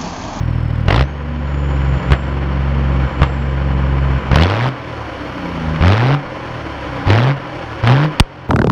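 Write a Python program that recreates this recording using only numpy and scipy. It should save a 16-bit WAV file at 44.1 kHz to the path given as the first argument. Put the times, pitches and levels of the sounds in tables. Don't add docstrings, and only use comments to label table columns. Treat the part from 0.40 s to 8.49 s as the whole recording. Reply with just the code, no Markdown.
import sys
import numpy as np
from scipy import signal
from scipy.fft import rfft, irfft, next_fast_len
from scipy.io import wavfile
from scipy.ndimage import uniform_filter1d, map_coordinates

SR = 44100
rng = np.random.default_rng(int(sys.argv[2]) if len(sys.argv) > 2 else 0)


def dump(signal):
    limited = np.clip(np.atleast_2d(signal).T, -1, 1)
    pcm = np.round(limited * 32767).astype(np.int16)
    wavfile.write(sys.argv[1], SR, pcm)


N = 356769
TIME = np.arange(N) / SR


# f/Hz, level/dB
PIPE_RESPONSE = [(25, -26), (40, -2), (68, 5), (80, 4), (120, 5), (140, 0.5), (165, -3.5), (200, -17),
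                 (240, -12), (285, -15), (330, -18.5), (420, -28.5), (700, -41)]

def exhaust_pulses(rate_hz, firings, lag=0.025, steepening_db=3.5, racing_db=1.0):
    _, _, revving = regimes()
    angle = 2 * np.pi * (firings - .5 - lag)
    skew_rad = np.clip(rate_hz / 90 - .35, 0, 1)
    wave, power = 0, 0
    for k in range(1, 10):
        gain = from_db(at_hz(PIPE_RESPONSE, k * rate_hz) + (k > 1) * steepening_db * revving)
        wave = wave - gain * np.cos(k * angle + (k - 1) * skew_rad)
        power = power + gain ** 2 / 2
    radiation = from_db(racing_db * np.clip(rate_hz / 60 - 1, 0, 1))
    strength = firing_strength(firings, imbalance=.4, scatter_db=.35)
    return pulse_pressure(rate_hz) * radiation * strength * wave / np.sqrt(power)


# firing rate/Hz, level/dB
LOADED_PULSES = [(45, -25), (62, -21.5), (80, -10.5), (108, -16), (125, -12.5), (145, -11.5)]
FUEL_CUTS = [1.585, 2.68, 3.79]
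# t/s, pulse level/dB, rush dip/dB
KICKS = [(1.72, -15, 4), (2.83, -17, 3)]

def pulse_pressure(rate_hz, slow_db=-16, fast_db=-13, cut_db=21.5, dip_scale=1.6, kick_s=0.03):
    slow, fast, _ = regimes()
    _, up_s, _, _, pulse_db, *_ = np.transpose(STABS)
    starved_db = cut_db * sum(step(t, 0.0066) * fade(t, 0.086) for t in FUEL_CUTS)
    held = step(up_s[0], kick_s) * from_db(fast_db - dip_scale * dip_db(recover_s=0.54) - starved_db)
    kicked = sum(from_db(db) * bell(t, kick_s) for t, db, _ in KICKS)
    loaded = from_db(at_hz(LOADED_PULSES, rate_hz)) * load(pulse_db, surge_db=6, release_s=0.035)
    return np.maximum(slow * from_db(slow_db) + fast * held + kicked, loaded)


# t/s, firing rate/Hz
GOVERNOR = [(0, 41.04), (.46, 38.58), (.6, 64.6), (.69, 72.2), (1.25, 69.95), (1.7, 64.77), (1.77, 68.37),
            (2.45, 68), (2.81, 64.85), (2.88, 68.1), (3.62, 67.6), (3.91, 65.18), (5.4, 79.64)]
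# pedal down t/s, pedal up t/s, top firing rate/Hz, surge width/s,
# pulse level/dB, bark level/dB, crackle level/dB, rush dip/dB
STABS = [(0.486, 0.618, 68.3, 0.1, 5, -21, -38.5, 7.5), (3.928, 4.2799, 132.4, 0.06, -3.5, -20, -36.5, 3.5),
         (5.4161, 5.7472, 145.52, 0.068, -1, -19.5, -38.5, 3.5),
         (6.6644, 6.9085, 141.49, 0.061, -1, -19, -38.5, 3),
         (7.431, 7.6544, 157, 0.053, -1.5, -20.5, -39.5, 2.5)]

def firing_rate(climb_exponent=1.03, coast_s=1.9013):
    rate_hz = idle_hz = in_time(GOVERNOR)[0]
    for down, up, top_hz, *_ in STABS:
        start_hz = np.interp(down, TIME, rate_hz)
        progress = np.clip((TIME - down) / (up - down), 0, 1)
        climb_hz = start_hz + (top_hz - start_hz) * progress ** climb_exponent
        rate_hz = np.where(TIME > down, np.maximum(climb_hz * fade(up, coast_s), idle_hz), rate_hz)
    return rate_hz


def regimes():
    first, second = step(STABS[0][0], .02), step(STABS[1][0], .02)
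    return 1 - first, first - second, second


def load(levels_db, surge_db, release_s, attack_s=0.0064, peak_s=0.074):
    gain = 0
    for (down, up, _, surge_s, *_), db in zip(STABS, levels_db):
        pedal = step(down, attack_s) * fade(up, release_s)
        gain = gain + pedal * from_db(db + surge_db * bell(down + peak_s, surge_s))
    return gain


def firing_strength(firings, imbalance, scatter_db):
    index = np.arange(1000)
    cylinders = np.array([0.67, -3.0, -0.7, 1.0, 0.57, -2.5])
    level_db = imbalance * cylinders[index % 6] + scatter_db * rng.standard_normal(len(index))
    return from_db(np.interp(firings, index + .5, level_db))


# f/Hz, level/dB
BARK_SPECTRUM = [(90, -27.5), (200, 2.5), (280, -2.5), (400, -0.5), (550, 0.5), (1040, -2), (1600, -5.5),
                 (2800, -13), (4000, -22), (5500, -28.5), (9000, -63)]
CRACKLE_SPECTRUM = [(1500, -16), (3000, 0.5), (4000, -4), (5100, -11), (6300, -23.5), (8800, -32),
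                    (11600, -35.5), (15500, -58)]
TICK_SPECTRUM = [(4000, -26.5), (7000, 2), (10000, -7.5), (13000, -8), (15500, -13.5)]

def bark(rate_hz, firings, lead_s=0.00471, idle_bark_db=-46, idle_crackle_db=-56):
    crest = firings + lead_s * rate_hz
    age = (crest % 1 - .5) / rate_hz * np.sqrt(rate_hz / 90)
    tear = burst(age, 0.00083, 0.002)
    slow, _, _ = regimes()
    *_, bark_db, crackle_db, _ = np.transpose(STABS)
    bark_gain = load(bark_db, surge_db=4, release_s=0.016) + slow * from_db(idle_bark_db)
    crackle_gain = load(crackle_db, surge_db=9.5, release_s=0.016) + slow * from_db(idle_crackle_db)
    tick_gain = from_db(-67) * (40 / rate_hz) ** 4

    def uneven(shape, scatter_db):
        shape = shape * firing_strength(crest, imbalance=0.07, scatter_db=scatter_db)
        return shape / np.sqrt(uniform_filter1d(shape ** 2, SR // 12))

    body = uneven(tear + 0.13, scatter_db=1.5) * noise(BARK_SPECTRUM)
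    crackle = uneven(tear ** 0.52 + 0.041, scatter_db=6) * noise(CRACKLE_SPECTRUM, grain_db=6)
    ticks = uneven(tear + .1, scatter_db=0.5) * noise(TICK_SPECTRUM)
    return bark_gain * body + crackle_gain * crackle + tick_gain * ticks


# t/s, crack level/dB, puff level/dB, treble snap level/dB
HARD_FIRINGS = [(0.4833, -6, -3, -30), (0.508, -8, -18, -22), (0.528, -20, -30, -19),
                (1.708, -14, -23, -35), (1.721, -3.5, -1, -16), (1.734, -14, -7.5, -25),
                (2.8189, -6.5, -1, -33), (2.832, -5.5, -12, -32), (3.916, -8, -4.5, -39),
                (3.932, -16, -3.5, -35), (3.959, -8.5, -4.5, -11.5), (4.035, -31, -27, -13),
                (5.361, -16, -24, -42), (5.4101, -17, -5, -40), (5.522, -16, -30, -21),
                (5.606, -14, -30, -34), (6.675, -20, -6.5, -39), (6.704, -5.5, -11, -27),
                (7.44, -23, -10, -40), (7.474, -6, -24, -14)]
# f/Hz, level/dB
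CRACK_SPECTRUM = [(100, -11), (300, 9.5), (1200, 8), (2800, -2), (4500, -15.5), (7000, -33.5),
                  (15000, -52)]

def hard_firings(rise_s=0.00071, decay_s=0.0014, tail_db=-13, tail_s=0.019, puff_s=0.0018):
    cracks, puffs, snaps = np.zeros((3, N))
    for t, crack_db, puff_db, snap_db in HARD_FIRINGS:
        near = np.abs(TIME - t) < .08
        age = TIME[near] - t
        hit = burst(age, rise_s, decay_s)
        tail = from_db(tail_db) * burst(age, rise_s, tail_s)
        cracks[near] += from_db(crack_db) * (hit + tail)
        snaps[near] += from_db(snap_db) * hit
        swing = age / puff_s - 1
        puffs[near] -= from_db(puff_db) * swing * np.exp((1 - swing ** 2) / 2)
    return puffs + snaps * noise(CRACKLE_SPECTRUM) + cracks * noise(CRACK_SPECTRUM)


BACKFIRE_S = 7.7985
# f/Hz, level/dB
BANG_SPECTRUM = [(100, -14), (800, 12.5), (2000, 3.5), (3000, 7.5), (5000, -4.5), (8000, -34),
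                 (10500, -24), (15000, -33)]

def backfire(shock_s=0.0012, snap_at_s=0.0057, push_at_s=0.0066, pull_at_s=0.0076):
    age = TIME - BACKFIRE_S
    shock = from_db(12.5) * (age > 0) * np.exp(-np.abs(age) / shock_s)
    snap = from_db(3) * np.exp(-.5 * ((age - snap_at_s) / 0.00031) ** 2)
    crack = (shock + snap) * noise(BANG_SPECTRUM)
    push = from_db(4) * np.exp(-.5 * ((age - push_at_s) / 0.00078) ** 2)
    pull = from_db(7) * (age > pull_at_s) * np.exp(-np.abs(age - pull_at_s) / .008)
    wave = push - cut(pull, 320, "low")
    return crack + cut(wave, 30, "high")


# f/Hz, level/dB
SILENCER = [(60, -14.5), (110, -0.5), (180, 0.5), (230, -1), (300, -8.5), (400, -11), (520, -11.5),
            (700, -1)]

def burble(rate_hz, firings, rush_db, offset_db=-3, waver_db=5, revving_db=-9.5):
    _, _, revving = regimes()
    lines = 0
    for thirds in (4, 5, 7, 8, 10, 11, 13, 16, 20):
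        order = thirds / 3
        line_db = at_hz(SILENCER, rate_hz * order) + waver_db * drift(7) - 5 * (thirds % 2)
        lines = lines + from_db(line_db) * np.sin(2 * np.pi * (firings * order + rng.random()))
    return from_db(rush_db + offset_db + revving_db * revving) * lines


# firing rate/Hz, then level/dB at 2/3, 1, 2 and 3 times that rate
DRONE_ORDERS = [(81, -33, -29.5, -23, -30), (88, -39, -38, -29, -30), (100, -32.5, -42, -50, -39),
                (112, -33.5, -32.5, -56, -40), (125.5, -39.5, -34, -59, -45), (145, -46, -46.5, -48, -54.5)]

def drone(rate_hz, firings, waver_db=2, dip_scale=0.3):
    rates_hz, *levels_db = np.transpose(DRONE_ORDERS)
    _, _, revving = regimes()
    pedal = sum(step(down, 0.037) - step(up, 0.037) for down, up, *_ in STABS[1:])
    shut = np.clip(revving - pedal, 0, 1)
    tones = 0
    for order, curve_db in zip((2 / 3, 1, 2, 3), levels_db):
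        level_db = np.interp(rate_hz, rates_hz, curve_db) + waver_db * drift(14)
        tones = tones + from_db(level_db) * np.sqrt(2) * np.sin(2 * np.pi * order * firings)
    return shut * from_db(-dip_scale * dip_db()) * tones


# f/Hz, level/dB
RUSH_SPECTRUM = [(60, -15), (130, 1), (200, -9.5), (300, 1.5), (400, -5.5), (520, -4.5), (700, -6.5),
                 (1040, -4), (1730, -8), (3030, -18.5), (4000, -37), (6000, -63.5)]
HISS_SPECTRUM = [(2000, -22.5), (3400, 0.5), (3900, -4.5), (4400, -4.5), (5400, -6.5), (6500, -13.5),
                 (7500, -21.5), (10000, -28), (13500, -35.5), (15500, -51.5)]
RUMBLE_SPECTRUM = [(10, -18), (25, 0.5), (60, -1.5), (130, -1.5), (200, -3), (280, -21.5), (600, -57)]

def gas_flow(firings, rush_db, throb_depth=0.082, flutter_db=1, lull_db=1.5, lull_s=0.074):
    _, _, revving = regimes()
    lull = sum(bell(up + lull_s, lull_s) for _, up, *_ in STABS[1:])
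    hiss_db = rush_db - 19.5 + 3 * revving - lull_db * lull
    throb = 1 + throb_depth * np.cos(2 * np.pi * (firings - .25))
    flutter = from_db(flutter_db * drift(90))
    rush = from_db(rush_db + 3) * through_pipe(noise(RUSH_SPECTRUM))
    hiss = from_db(hiss_db) * through_pipe(noise(HISS_SPECTRUM))
    rumble = from_db(rush_db - 10) * noise(RUMBLE_SPECTRUM)
    return throb * flutter * (rush + hiss) + rumble


# f/Hz, width/Hz, lift/dB
PIPE_MODES = [(293.4, 27, 4.5), (535, 69, 8), (804, 8.5, 8), (998, 34, 6.5), (1436, 110, 2),
              (2275, 120, 3.5), (3064, 400, 5), (4370, 200, 6.5), (5420, 200, 4), (6100, 90, -2.5),
              (8130, 250, 0), (10100, 570, 2.5)]

def through_pipe(flow):
    for hz, width_hz, lift_db in PIPE_MODES:
        radius = np.exp(-np.pi * width_hz / SR)
        poles = [1, -2 * radius * np.cos(2 * np.pi * hz / SR), radius ** 2]
        band = signal.lfilter([1, 0, -1], poles, flow) * (1 - radius ** 2) / 2
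        flow = flow + (from_db(lift_db) - 1) * band
    return rms_one(flow)


def rush_level_db(slow_db=-35, running_db=-27.5):
    slow, _, _ = regimes()
    return slow * slow_db + (1 - slow) * running_db - dip_db()


def dip_db(recover_s=0.73, backfire_dip_db=11.5):
    dips = [(up, db) for _, up, *_, db in STABS] + [(t, db) for t, _, db in KICKS]
    dips.append((BACKFIRE_S, backfire_dip_db))
    return np.max([db * step(t, .015) * bell(t, recover_s) for t, db in dips], axis=0)


# t/s, f/Hz, level/dB
IDLE_WHISTLE = [(0, 5540, -59), (.47, 4860, -62), (.58, 4960, -50), (.68, 6400, -61), (.9, 6740, -75),
                (1.2, 7030, -57), (1.66, 7080, -59.5), (1.8, 7370, -58), (2.05, 7240, -74),
                (2.76, 7150, -63), (2.92, 7500, -60), (3.2, 7300, -69), (3.93, 7140, -65)]
# start t/s, end t/s, start f/Hz, end f/Hz
SPOOL_DOWNS = [(4.35, 5.415, 14700, 10100), (6.15, 6.68, 15730, 12400), (7.3, 7.45, 15400, 14300)]
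# f/Hz, level/dB
SPOOL_WHISTLE = [(10200, -76), (12000, -70), (13000, -80), (15000, -84)]

def turbo(half_width_hz=130):
    hz, idle_db = in_time(IDLE_WHISTLE)
    _, _, revving = regimes()
    gain = from_db(idle_db) * (1 - revving)
    for start, end, start_hz, end_hz in SPOOL_DOWNS:
        spooling = (TIME > start) & (TIME < end)
        hz = np.where(spooling, np.interp(TIME, [start, end], [start_hz, end_hz]), hz)
        gain = np.where(spooling, from_db(at_hz(SPOOL_WHISTLE, hz)), gain)
    angle = 2 * np.pi * np.cumsum(hz) / SR
    in_phase, quadrature = cut(rng.standard_normal((2, N)), half_width_hz, "low")
    return gain * rms_one(in_phase * np.cos(angle) + quadrature * np.sin(angle))


# f/Hz, level/dB
AIR_SPECTRUM = [(3000, -19), (5300, 5.5), (6800, -0.5), (7600, -13), (8200, -9), (9000, -14),
                (10100, -7.5), (11500, -23), (15500, -40)]

def coasting_air(level_db=-59, wait_s=.17, swell_s=.06):
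    gate = sum(step(up + wait_s, swell_s) * (1 - step(next_down, swell_s))
               for (_, up, *_), (next_down, *_) in zip(STABS[1:], STABS[2:]))
    return from_db(level_db) * gate * noise(AIR_SPECTRUM)


def noise(spectrum, grain_db=0):
    size = next_fast_len(N, True)
    white = rng.standard_normal(size) * from_db(grain_db * np.clip(rng.standard_normal(size), -3, 3))
    hz = np.maximum(np.fft.rfftfreq(size, 1 / SR), 1)
    return rms_one(irfft(rfft(white) * from_db(at_hz(spectrum, hz)))[:N])


def drift(rate_hz):
    points, coarse_s = rng.standard_normal(N // 100), TIME[::20]
    curve = map_coordinates(points, [coarse_s * rate_hz + 5], order=3, mode="wrap")
    return rms_one(np.interp(TIME, coarse_s, curve))


def burst(age, rise_s, decay_s):
    return np.where(age < 0, np.exp(-.5 * (age / rise_s) ** 2), np.exp(-np.abs(age) / decay_s))


def step(t, rise_s):
    return .5 + .5 * np.tanh((TIME - t) / rise_s)


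def bell(t, width_s):
    return np.exp(-np.minimum(((TIME - t) / width_s) ** 2, 20))


def fade(t, decay_s):
    return np.exp(-np.clip((TIME - t) / decay_s, 0, 20))


def in_time(rows):
    times, *columns = np.transpose(rows)
    return [np.interp(TIME, times, column) for column in columns]


def at_hz(spectrum, hz):
    points_hz, levels_db = np.transpose(spectrum)
    return np.interp(np.log(hz), np.log(points_hz), levels_db)


def cut(x, hz, kind):
    return signal.sosfilt(signal.butter(2, hz, kind, fs=SR, output="sos"), x + 1e-18)


def from_db(db):
    return 10 ** (np.asarray(db) / 20)


def rms_one(x):
    return x / np.sqrt(np.mean(x ** 2) + 1e-20)


def scene():
    rate_hz, rush_db = firing_rate(), rush_level_db()
    firings = np.cumsum(rate_hz) / SR
    tones = exhaust_pulses(rate_hz, firings) + burble(rate_hz, firings, rush_db) + drone(rate_hz, firings)
    engine = tones + bark(rate_hz, firings) + hard_firings()
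    return (engine + gas_flow(firings, rush_db) + turbo() + backfire() + coasting_air())[None]


def record(dry, ceiling=0.98, cutoff_hz=15900):
    clipped = dry / (1 + (dry / ceiling) ** 8) ** (1 / 8)
    return signal.sosfilt(signal.ellip(10, .1, 80, cutoff_hz, fs=SR, output="sos"), clipped)


dry = scene()
out = record(dry)
dump(out)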